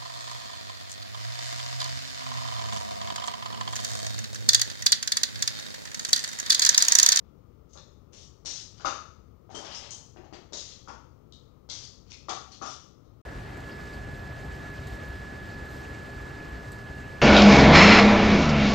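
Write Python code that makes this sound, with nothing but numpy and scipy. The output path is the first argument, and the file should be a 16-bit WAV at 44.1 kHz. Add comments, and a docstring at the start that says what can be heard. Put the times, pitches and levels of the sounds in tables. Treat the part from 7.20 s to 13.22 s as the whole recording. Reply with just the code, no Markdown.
"""Plastic toy bricks, picked through by hand on a living-room floor, two metres or so from a table.
Each brick cracks on contact and its shell rings briefly: handfuls drop and tumble, single bricks click,
ping or snap together, the pile is stirred and bumped, and now and then a large hollow piece knocks down.
The microphone is a phone on the table, its right port much the weaker. The table edge shades the direct
path, so most treble arrives by the ceiling and walls. Underneath lies a low ventilation rumble."""
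import sys
import numpy as np
from scipy import signal
from scipy.fft import rfft, irfft, next_fast_len
from scipy.io import wavfile

SR = 44100
rng = np.random.default_rng(int(sys.argv[2]) if len(sys.argv) > 2 else 0)


def master_out(mix):
    """Clip the mix to full scale and print it as 16-bit PCM to the path in sys.argv[1]."""
    frames = np.transpose(np.atleast_2d(mix))
    ceiling = np.clip(frames, -1, 1)
    pcm = np.round(ceiling * 32767).astype(np.int16)
    wavfile.write(sys.argv[1], SR, pcm)


N = 265288
SPAN = SR // 4  # samples that one dry event may last
T = np.arange(SPAN) / SR

# spectrum of the ventilation: f/Hz, level/dB
AIR_SPECTRUM = [(20, -13.5), (36, -14), (56, 0.5), (90, -4.5), (135, -3.5), (200, -8), (500, -12.5),
                (700, -23.5), (1000, -26), (1290, -21), (1600, -41), (6500, -46.5), (8000, -62.5),
                (15500, -59.5)]
# low room resonances that the rumble excites: f/Hz, width/Hz, level/dB
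ROOM_RESONANCES = [(60.8, 5.1, -13), (73.3, 7.1, -7), (105.4, 9.4, -8), (131.8, 10, -10.5),
                   (335.5, 50, -28)]
# early reflections at the microphone, ceiling first: delay/s, level/dB
REFLECTIONS = [(.0095, 1), (.0150, -11), (0.0241, -10.5), (0.0263, -10), (0.037, -29), (.0490, -10),
               (0.062, -9)]
# the phone's right port against its left: f/Hz, gain/dB
RIGHT_PORT_RESPONSE = [(60, -20), (350, -22.5), (700, -16.5), (1300, -22), (2400, -17), (5000, -18.5),
                       (15000, -13.5)]
# self-noise of the phone: f/Hz, level/dB
HISS_SPECTRUM = [(100, 2), (7000, 0), (8500, -7.5), (13500, 2), (15300, 9.5)]
# spectra of brick on brick, a thud on the floor and a scrape over it: f/Hz, level/dB
BRICK_SPECTRUM = [(150, -17), (600, -7), (1600, -6.5), (2400, -4.5), (3100, 0), (4500, 1), (5800, 4.5),
                  (6700, 1), (7600, -11.5), (8700, -17.5), (9500, -35), (10200, -22.5), (11800, -41.5),
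                  (15500, -40)]
THUD_SPECTRUM = [(80, -31.5), (200, -0.5), (340, 2), (550, -0.5), (850, -1), (1250, -7.5), (1700, -11.5),
                 (3000, -22), (8000, -51)]
SCRAPE_SPECTRUM = [(100, -26), (250, 1.5), (450, -0.5), (800, 4.5), (1250, -0.5), (1700, -8.5), (2500, -14),
                   (5000, -25), (10000, -68)]
# hands and bricks bumping the floor: t/s, level/dB, f/Hz, relative jolt/dB
FLOOR_BUMPS = [(2.293, -45.5, 764, -15), (2.345, -39, 440, -8), (2.44, -43.5, 674, 1),
               (2.962, -43.5, 378, -16), (3.035, -51.5, 826, -10.5), (3.126, -42.5, 385, -5)]
# a large hollow piece set down: t/s, level/dB, f/Hz, relative thud/dB, thud f/Hz, relative jolt/dB
HOLLOW_KNOCKS = [(0.553, -49.5, 1180, 7, 590, -20), (1.598, -46.5, 1410, -2, 700, -5),
                 (1.647, -23.5, 1248, -9.5, 650, -7), (3.675, -42.5, 1350, -23, 700, -5.5),
                 (3.684, -41, 1045, 2.5, 908, -23), (5.085, -30, 1177, -1, 760, -2.5),
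                 (5.4148, -33.5, 1250, -0.5, 773, -18), (5.4535, -39, 1180, -9, 710, -13)]
# the ring that lingers after a knock: f/Hz, level/dB, t60/s
LINGER_MODES = [(366, -6, 0.45), (487, -22, 0.97), (622, -6, 0.32), (723, -1, 0.15), (797, 5.5, 0.28),
                (1020, -21, 0.33), (1000, 1.5, 0.23), (1127, 4.5, 0.45), (1165, -18, 1), (1365, -1.5, 0.42),
                (1394, -0.5, 0.54)]
# a thin piece ringing: t/s, level/dB, f/Hz
THIN_PINGS = [(2.348, -40.5, 3140), (2.699, -52, 3120), (3.128, -54.5, 4740)]
# bricks joined in raised hands: t/s, level/dB, ring f/Hz, relative ring/dB, brightness/(dB/octave)
BRICK_SNAPS = [(0.5748, -49, 3650, -5.5, -6.5), (2.7075, -40.5, 6280, -11.5, 12),
               (4.124, -51, 3700, 1.5, -0.5), (4.919, -44.5, 2310, -4, -1)]
# single bricks nudged: t/s, level/dB, ring f/Hz, relative ring/dB, brightness/(dB/octave)
BRICK_NUDGES = [(.037, -72.5, 3340, -12, -12), (.523, -51, 6390, -2, 3), (1.571, -51.5, 6230, -22, -4),
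                (2.343, -40, 5800, -22, 8), (2.54, -37, 5140, 0, 9.5), (2.701, -41, 5930, -13, 9.5),
                (3.511, -48, 3980, -10, -1), (4.895, -47.5, 4400, -8, -2), (5.31, -46, 4180, -5, -.5),
                (5.838, -72, 3720, -6, -5)]
# handfuls let fall on the pile:
# t/s, level/dB, ring f/Hz, brightness/(dB/octave), relative tumble/dB, tumble length/s, thud level/dB
HANDFULS = [(0.924, -48.5, 5700, 4, 1.5, 0.068, -56.5), (1.250, -31.5, 5740, 3, -1, .11, -48.5),
            (3.324, -35, 3530, 1.5, 0, .14, -41.5), (4.490, -34, 3550, 0, -3.5, .1, -52.5),
            (5.413, -41, 5570, 1, 3.5, 0.069, -56)]


def undb(db):
    """Decibels to gain."""
    return 10 ** (np.asarray(db) / 20)


def unit(x):
    """Scale to an energy of one."""
    return x / np.sqrt(np.sum(x ** 2) + 1e-18)


def colour(x, points, tilt_db=0):
    """Minimum-phase filter through points of f/Hz, gain/dB, tilted tilt_db an octave from 2 to 8 kHz."""
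    size = 2 * next_fast_len(x.shape[-1] // 2 + 2048)
    octave = np.log2(np.maximum(np.fft.rfftfreq(size, 1 / SR), 1))
    hz, db = np.transpose(points)
    curve = np.interp(octave, np.log2(hz), db) + tilt_db * np.clip(octave - np.log2(4000), -1, 1)
    cepstrum = irfft(np.log(undb(curve)))
    cepstrum[1:size // 2] *= 2
    cepstrum[size // 2 + 1:] = 0
    return irfft(rfft(x, size) * np.exp(rfft(cepstrum)))[..., :x.shape[-1]]


def ring(hz, t60, t):
    """One decaying mode."""
    return np.sin(2 * np.pi * hz * t) * np.exp(-np.log(1000) * t / t60)


def add(out, s, sound, db):
    """Mix in a stereo sound; db is the left level with its energy spread over 50 ms."""
    start = max(int(s * SR), 0)
    gain = undb(db) * np.sqrt(SR / 20 / np.sum(sound[0] ** 2))
    out[:, start:start + sound.shape[1]] += gain * sound[:, :N - start]


def ventilation(air_db=-52, apart_db=-11):
    """Room tone: moving air rumbles and booms in the room, nearly alike at both ports."""
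    shared, own = (unit(colour(rng.standard_normal(N), AIR_SPECTRUM)) for _ in range(2))
    for hz, width, db in ROOM_RESONANCES:
        boom = signal.lfilter(*signal.iirpeak(hz, hz / width, fs=SR), rng.standard_normal(N))
        shared = shared + undb(db) * unit(boom)
    return undb(air_db) * np.sqrt(N) * np.array([shared, shared + undb(apart_db) * own])


def room(x, sight_db=-19, shade_hz=1680, shaded_db=5.5, tail_db=12.5, t60=.52, build_s=.0098):
    """From brick to phone: round the table edge, by line of sight, by hard echoes and a diffuse tail."""
    t = np.arange(SR * 3 // 4) / SR
    direct = signal.unit_impulse(len(t))
    shaded = signal.sosfilt(signal.butter(4, shade_hz, fs=SR, output="sos"), direct)
    early = np.zeros((2, len(t)))
    for s, db in REFLECTIONS:
        # each echo comes from its own side, so it meets the two ports at different moments
        arrival_s = s + .0002 * rng.uniform(-1, 1, 2)
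        early[[0, 1], (SR * arrival_s).astype(int)] += undb(db)
    swell = (1.15 - np.exp(-(t / build_s) ** 3)) * np.exp(-np.log(1000) * t / t60)
    patchy_db = 4 * np.exp(-t / .084)  # the first reflections are still separate, the late ones merge
    tails = [unit(rng.standard_normal(len(t)) * swell * undb(patchy_db * rng.standard_normal(len(t))))
             for _ in range(2)]
    response = undb(shaded_db) * shaded + undb(sight_db) * direct + early + undb(tail_db) * np.array(tails)
    return signal.fftconvolve(x[None], response, axes=1)


def thud(hz, loose_s=.0082, loose_db=-4, body_db=-3, body_t60=.031):
    """A dull push on the floor: one blow, a short boom, loose pieces shifting."""
    loose = unit(rng.standard_normal(SPAN) * np.exp(-T / loose_s))
    blow = unit(colour(signal.unit_impulse(SPAN) + undb(loose_db) * loose, THUD_SPECTRUM))
    return unit(blow + undb(body_db) * unit(ring(hz, body_t60, T)))


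def knock(hz, thud_db, thud_hz, push_s=.0011, linger_db=-6, settle_s=.0031):
    """A hollow piece gives a few strong cycles, settles with a boxy thud and leaves a low ring."""
    blow = unit(T / push_s * np.exp(-T / push_s) * np.sin(2 * np.pi * hz * T))
    settle = np.pad(thud(thud_hz, body_db=-2, body_t60=.054), (int(settle_s * SR), 0))[:SPAN]
    heard = room(blow + undb(thud_db) * settle)
    t = np.arange(heard.shape[1]) / SR
    modes = sum(undb(db + 1.6 * rng.standard_normal()) * ring(f, t60, t) for f, db, t60 in LINGER_MODES)
    linger = (1 - np.exp(-t / .0037)) * modes  # builds up as the blow spreads
    return heard / np.linalg.norm(heard[0]) + undb(linger_db) * unit(linger)


def ping(hz):
    """A thin piece, free to vibrate, sounds one short mode in sight of the microphone."""
    return room(ring(hz, t60=.046, t=T), sight_db=5)


def contact(t60=.01, shell_db=-4, low_hz=2800, high_hz=9000, count=16):
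    """One brick touching another: a sharp crack and the short modes of its shell."""
    t = T[:SR // 25]
    hz = low_hz * (high_hz / low_hz) ** rng.random((count, 1))
    shell = np.sum(rng.standard_normal((count, 1)) * ring(hz, t60, t), axis=0)
    return unit(signal.unit_impulse(len(t)) + undb(shell_db) * unit(shell))


def clatter(times, sizes, length):
    """Many contacts, each of a different brick."""
    out = np.zeros(length + SPAN)
    for s, size in zip(times, sizes):
        tick, start = contact(), int(np.clip(s * SR, 0, length))
        out[start:start + len(tick)] += size * tick
    return out[:length]


def strike(hz, ring_db, t60=.01, split=.051):
    """A firm contact makes one brick ring; its walls give three close modes."""
    crack = contact(shell_db=-10, count=24)
    walls = sum(weight * ring(hz * (1 + offset * split), t60, T)
                for offset, weight in ((-.97, -.084), (.33, .51), (.5, -.53)))
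    return unit(np.pad(crack, (0, SPAN - len(crack))) + undb(ring_db) * unit(walls))


def snap(hz, ring_db, bright_db, seat_s=.001195, seat_db=-6):
    """Studs jump home and the brick seats just after: a sharp crack in sight of the microphone."""
    seat = clatter([seat_s], [undb(seat_db)], SPAN)
    return room(colour(strike(hz, ring_db) + seat, BRICK_SPECTRUM, bright_db), sight_db=8)


def click(hz, ring_db, bright_db, spill_s, spill_db, scatter_db=4, fade_db=4, count=12):
    """A brick lands and rings; its neighbours spill after it, fading unevenly."""
    when = (np.arange(count) + rng.random(count)) / count
    sizes = undb(scatter_db * rng.standard_normal(count) - fade_db * when)
    dry = strike(hz, ring_db) + undb(spill_db) * unit(clatter(when * spill_s, sizes, SPAN))
    return room(colour(dry, BRICK_SPECTRUM, bright_db))


def jolt(bright_db):
    """A blow shakes the loose bricks around it into a brief rattle."""
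    return click(hz=6340, ring_db=-13, bright_db=bright_db, spill_s=.037, spill_db=-11.5)


def stroke(t, db, rise_s, hold_s, fall_db_per_s, start_db=-22):
    """Gain of one sweep of the hand: it gathers speed, keeps it and slows down."""
    rise_db = start_db * np.maximum(1 - t / rise_s, 0)
    fall_db = fall_db_per_s * np.maximum(t - rise_s - hold_s, 0)
    return undb(db + rise_db - fall_db)


def stir(length_s=.56, scatter_db=5, count=130):
    """Bricks rattle in the hand while those beneath scrape the floor; returns sound and level/dB."""
    length = int(length_s * SR)
    t = np.arange(length) / SR
    when = (np.arange(count) + rng.random(count)) / count * (length - 1)
    sizes = undb(scatter_db * rng.standard_normal((2, count)))
    rattle = unit(colour(clatter(when / SR, sizes[0], length), BRICK_SPECTRUM, tilt_db=-6))
    slips = np.zeros(length)
    slips[when.astype(int)] = sizes[1] * rng.choice([-1, 1], count)
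    scrape = unit(colour(slips, SCRAPE_SPECTRUM))
    dry = rattle * stroke(t, db=-39.5, rise_s=.21, hold_s=.06, fall_db_per_s=100)
    dry += scrape * stroke(t, db=-43, rise_s=.06, hold_s=.05, fall_db_per_s=48)
    return room(dry), 10 * np.log10(np.sum(dry ** 2) * length / (SR / 20))


def nudges(graze_lead_s=.038, graze_db=-14):
    """Fingers graze a brick, then tip it against its neighbours."""
    out = np.zeros((2, N))
    for s, db, *brick in BRICK_NUDGES:
        add(out, s - graze_lead_s, click(*brick, spill_s=.044, spill_db=2), db + graze_db)
        add(out, s, click(*brick, spill_s=.042, spill_db=-3.5), db)
    return out


def drops(lag_s=.039, big_hz=3500, big_ring_db=-8, ring_db_per_octave=-18):
    """A handful's first bricks hit the pile with a thud, big ones ringing most; the rest tumble after."""
    out = np.zeros((2, N))
    for s, db, hz, bright_db, tumble_db, tumble_s, thud_db in HANDFULS:
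        ring_db = big_ring_db + ring_db_per_octave * np.log2(hz / big_hz)
        add(out, s, click(hz, ring_db, bright_db, spill_s=.036, spill_db=-5), db)
        add(out, s, room(thud(hz=600)), thud_db)
        tumble = click(hz, ring_db=-12.5, bright_db=bright_db, spill_s=tumble_s, spill_db=1.5)
        add(out, s + lag_s, tumble, db + tumble_db)
    return out


def scene():
    """The handling of the bricks over the room tone, as it reaches the table."""
    out = ventilation() + drops() + nudges()
    add(out, 2.28, *stir())
    for s, db, hz, thud_db, thud_hz, jolt_db in HOLLOW_KNOCKS:
        add(out, s, knock(hz, thud_db, thud_hz), db)
        add(out, s, jolt(bright_db=-4.5), db + jolt_db)
    for s, db, hz, jolt_db in FLOOR_BUMPS:
        add(out, s, room(thud(hz)), db)
        add(out, s, jolt(bright_db=-6.5), db + jolt_db)  # a softer blow, a duller rattle
    for table, sound in ((BRICK_SNAPS, snap), (THIN_PINGS, ping)):
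        for s, db, *brick in table:
            add(out, s, sound(*brick), db)
    return out


def record(dry, right_lead_s=.00094, top_hz=15600):
    """The phone: its right port is much weaker and slightly early; it adds faint hiss and cuts the top."""
    lead = int(right_lead_s * SR)
    right = colour(np.pad(dry[1], (0, lead))[lead:], RIGHT_PORT_RESPONSE)
    hiss = undb([-86, -80.5])[:, None] * colour(rng.standard_normal((2, N)), HISS_SPECTRUM)  # left, right
    top_cut = signal.ellip(10, .2, 70, top_hz, fs=SR, output="sos")
    return signal.sosfilt(top_cut, np.array([dry[0], right]) + hiss)


dry = scene()
out = record(dry)
master_out(out)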